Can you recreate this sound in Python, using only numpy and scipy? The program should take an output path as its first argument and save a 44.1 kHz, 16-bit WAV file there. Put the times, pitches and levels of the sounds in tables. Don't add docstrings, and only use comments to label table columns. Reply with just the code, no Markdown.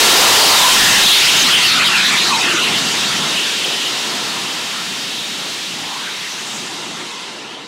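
import sys
import numpy as np
from scipy import signal
from scipy.fft import rfft, irfft, next_fast_len
from scipy.io import wavfile
from scipy.ndimage import uniform_filter1d

SR = 44100
rng = np.random.default_rng(int(sys.argv[2]) if len(sys.argv) > 2 else 0)


def digitize_waveform(pressure):
    field = np.atleast_2d(pressure).T
    bounded = np.clip(field, -1, 1)
    quanta = np.round(bounded * 32767).astype(np.int16)
    wavfile.write(sys.argv[1], SR, quanta)


N = 338247
TIME = np.arange(N) / SR
TICKS = np.linspace(0, N / SR, 3000)

# frequency_hz, density_db (per Hz)
JET_SPECTRUM = [(40, 4), (100, -7.5), (160, -3.5), (290, -4), (550, -8.5), (950, -6.5), (1550, -7),
                (2200, -3.5), (3000, 1), (3800, 0.5), (5000, -3), (7500, -9), (10000, -17), (15000, -33)]
# centre_hz, width_hz (full width at half the lift), lift_db
REFLECTION_BANDS = [(207, 77, 3), (390, 180, 3.5), (530, 130, -1), (710, 97, 1), (960, 240, 2.5),
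                    (1368, 80, 5), (1783, 270, 3), (2060, 160, 0.5), (2715, 160, 2), (3160, 160, 1),
                    (3740, 120, 3.5)]
ZONE_HZ = [190, 470, 950, 2200]
# time_s, rumble_db, body_db, roar_db
ZONE_DRIFT = [(0, -5, 6, 1), (.35, -8.5, 5, 5), (.95, -2.5, -6, 0), (1.5, -8, -2.5, -2.5),
              (1.95, 0.5, -6.5, 1.5), (2.45, 2, 3, 3), (3.2, 1, -1.5, 3), (3.65, -3, 5.5, -0.5),
              (4.0, -1.5, 3, 3.5), (4.75, -1, -3, 2.5), (5.15, 0.5, 2, 0), (6.1, -3, -1, 1),
              (6.65, 0.5, 3, 6.5), (7.67, 4, 11, 7)]
# time_s, pressure_db (drive ahead of the microphone), hiss_db (lift of the top bands)
THRUST_COURSE = [(0, 32, 2), (.7, 7, 4.5), (1.3, -0.5, 0), (1.9, -8, -1.5), (2.4, -7.5, 1), (2.8, -5.5, 2),
                 (4.5, -1, 1), (5.5, -1.5, 1.5), (6.1, -1, -1), (6.5, -6.5, 4.5), (7.25, -15, 1),
                 (7.67, -15, -2)]
# time_s, spread_db
SWIRL_COURSE = [(0, 1), (1.2, 2.4), (1.7, 4), (2.5, 4), (3.3, 2), (5, 0.5), (7.67, 2.5)]
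# middle_s, lift_db
BILLOWS = [(.82, 5), (1.45, 8), (1.75, 6), (2.8, 5.5), (3.17, 5), (4.35, 5), (4.88, 3.5), (5.78, 9),
           (6.6, 7), (6.95, 5.5)]
BILLOW_S = 0.098
# (relative to the jet, ahead of HOWL_TRIM_DB)
LOUD_EDDIES = [ (.42, 0.46, 960, 1001, 480, -6.5), (0.462, .16, 4730, 4580, 900, -4),
               (0.641, 0.14, 3753, 3003, 700, -5), (0.668, .15, 1000, 1000, 170, -9.5),
               (.888, .17, 1780, 1830, 420, -4.5), (1.098, .16, 3690, 3650, 900, -1.5),
               (1.307, .12, 2980, 2850, 700, -4.5), (1.405, 0.051, 6410, 6400, 800, -5.5),
               (1.508, .07, 1262, 1390, 350, -8), (1.565, 0.069, 3175, 2800, 500, -1),
               (1.68, 0.095, 4316, 3850, 900, -1), (1.801, 0.17, 1354, 1394, 280, -6.5),
               (1.80, .11, 2236, 2107, 500, -7.5), (1.863, 0.054, 4100, 3520, 500, -3),
               (1.96, .11, 2788, 2396, 350, -2.5), (2.001, .12, 1457, 1753, 320, -5.5),
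               (2.044, .09, 3600, 3750, 800, -1.5), (2.12, .11, 1875, 1917, 450, -9),
               (2.229, .09, 3930, 4130, 550, -3.5), (2.327, 0.088, 1201, 906, 180, -2.5),
               (2.461, .063, 1964, 1820, 300, -4), (2.468, 0.092, 2620, 2770, 400, 0.5),
               (2.498, .12, 320, 358, 110, -10), (2.549, .10, 1500, 1428, 380, -1.5),
               (2.649, .13, 3030, 2693, 600, -1.5), (3.121, 0.058, 1410, 1290, 220, -9),
               (3.413, .11, 2870, 3350, 650, 1), (3.699, .25, 3150, 2990, 600, -4),
               (3.863, 0.051, 2940, 3140, 380, -3.5), (5.25, 0.47, 3650, 3606, 1000, -5.5),
               (5.909, .26, 832, 1157, 340, -9.5), (6.203, 0.23, 2240, 2000, 550, -8.5),
               (6.356, 0.12, 5760, 6150, 1300, -7.5), (6.545, 0.17, 7300, 6870, 1700, -8),
               (6.95, .45, 330, 370, 110, -13), (7.051, 0.61, 2094, 2120, 260, -10.5),
               (7.202, .22, 1013, 1014, 170, -8.5), (7.51, .13, 2650, 3150, 450, -2.5)]
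EDDY_LOW_HZ, EDDY_HIGH_HZ, EDDY_S, EDDY_GLIDE_OCTAVES, EDDY_DB = 1300, 5190, .09, 0.1164, -10.5
EDDY_WIDTH_SHARE = 0.19
HOWL_TRIM_DB = -1.15
# time_s, gain_db
VOLUME_FADE = [(0, -7.4), (1.2, -8.5), (2.05, -11), (2.85, -15.5), (3.5, -17), (4.6, -21.7), (5.6, -23.5),
               (6.6, -25), (7.2, -27), (7.67, -32)]
TOP_HZ = 15700


def undb(db):
    return 10 ** (np.asarray(db) / 20)


def unit(x):
    return x / np.sqrt(np.mean(x ** 2))


def curves(table):
    times, *columns = np.transpose(table)
    return [np.interp(TICKS, times, column) for column in columns]


def smooth(control):
    return np.interp(TIME, TICKS, control)


def walk(rate, count=1024):
    place = TICKS * rate + rng.random()
    return np.sqrt(1.5) * np.interp(place, np.arange(count), rng.standard_normal(count))


def butter(x, hz, kind, order):
    return signal.sosfilt(signal.butter(order, hz, kind, fs=SR, output="sos"), x)


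def reinforcement(f):
    return undb(sum(db / (1 + (2 * (f - centre) / width) ** 2) for centre, width, db in REFLECTION_BANDS))


def surges():
    return sum(db * np.exp(-((TICKS - middle) / BILLOW_S) ** 2) for middle, db in BILLOWS)


def jet(zone_dbs, hiss_db, swirl_rate=34, buffet_db=1.13, shriek_hz=3800, hiss_hz=6500,
        swirl_hz=2300, swirl_octaves=2.14):
    size = next_fast_len(N)
    f = np.maximum(np.fft.rfftfreq(size, 1 / SR), 1)
    jet_hz, jet_db = np.transpose(JET_SPECTRUM)
    spectrum_gain = undb(np.interp(np.log(f), np.log(jet_hz), jet_db))
    noise = rfft(rng.standard_normal(size)) * spectrum_gain * reinforcement(f)
    swirl_db, = curves(SWIRL_COURSE)
    buffet = buffet_db * walk(9)
    centres = np.geomspace(500, 9500, 36) - 400
    out = 0
    for hz, pick in zip(centres, np.eye(len(centres))):
        band = irfft(noise * np.interp(f, centres, pick), size)[:N]
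        shares = [np.interp(np.log(hz), np.log(ZONE_HZ), zone) for zone in np.eye(len(ZONE_HZ))]
        level_db = sum(share * (zone_db + buffet) for share, zone_db in zip(shares, zone_dbs))
        hiss_share = np.clip((hz - shriek_hz) / (hiss_hz - shriek_hz), 0, 1)
        level_db = level_db + hiss_db * hiss_share
        swirl = swirl_db * np.exp(-(np.log2(hz / swirl_hz) / swirl_octaves) ** 2)
        out = out + band * smooth(undb(level_db + swirl * walk(swirl_rate)))
    return unit(out)


def howl(middle_s, length_s, start_hz, end_hz, width_hz, db, reach=1.15, gust_db=2.5, waver=.018):
    out = np.zeros(N)
    first = max(int((middle_s - reach * length_s) * SR), 0)
    last = min(int((middle_s + reach * length_s) * SR), N)
    i = np.arange(first, last)
    f = np.fft.fftfreq(SR, 1 / SR)
    white = rng.standard_normal(SR) + 1j * rng.standard_normal(SR)
    flutter = np.fft.ifft(white * np.exp(-2 * (f / width_hz) ** 2))
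    gusts = undb(gust_db * np.interp(TIME[i], TICKS, walk(65)))
    age = (TIME[i] - middle_s) / length_s
    glide_hz = start_hz * (end_hz / start_hz) ** (age + .5)
    hz = glide_hz * (1 + waver * np.interp(TIME[i], TICKS, walk(45)))
    carrier = np.exp(2j * np.pi * np.cumsum(hz) / SR)
    band = (flutter[i % SR] * carrier).real / flutter.real.std()
    swell = np.cos(np.pi / 2 * age / reach) ** 2
    out[i] = undb(db) * swell * gusts * band
    return out


def howls(count=30):
    faint = []
    for k, (when, pitch, length, glide) in enumerate(rng.random((count, 4))):
        middle_s = (k + when) / count * N / SR
        length_s = EDDY_S * (.5 + length)
        start_hz = EDDY_LOW_HZ * (EDDY_HIGH_HZ / EDDY_LOW_HZ) ** pitch
        end_hz = start_hz * 2 ** (EDDY_GLIDE_OCTAVES * (2 * glide - 1))
        faint.append((middle_s, length_s, start_hz, end_hz, EDDY_WIDTH_SHARE * start_hz, EDDY_DB))
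    return sum(howl(*eddy) for eddy in faint + LOUD_EDDIES)


def scene():
    rumble_db, body_db, roar_db = curves(ZONE_DRIFT)
    pressure_db, hiss_db = curves(THRUST_COURSE)
    jet_noise = jet([rumble_db + surges(), body_db, roar_db], hiss_db)
    plume = jet_noise + undb(HOWL_TRIM_DB) * howls()
    roar = smooth(undb(pressure_db)) * plume
    return np.array([roar, roar])


def saturate(x):
    return signal.resample_poly(np.tanh(signal.resample_poly(x, 2, 1)), 1, 2)


def record(dry, drive_db=1.5, wind_cut_hz=128, soft_hz=12000, ceiling=.49):
    mic = saturate(undb(drive_db) * dry.mean(axis=0))
    mic = butter(mic, wind_cut_hz, "high", order=4)
    mic = butter(mic, soft_hz, "low", order=1)
    pole = np.exp(-2 * np.pi * 130 / SR)
    mic = signal.lfilter([pole, -1], [1, -pole], mic)
    mic = mic / np.sqrt(uniform_filter1d(mic ** 2, SR // 2))
    fader = smooth(undb(curves(VOLUME_FADE)[0]))
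    out = ceiling * saturate(fader * mic / ceiling)
    out = signal.sosfilt(signal.ellip(10, .1, 90, TOP_HZ, fs=SR, output="sos"), out)
    return np.array([out, out])


dry = scene()
out = record(dry)
digitize_waveform(out)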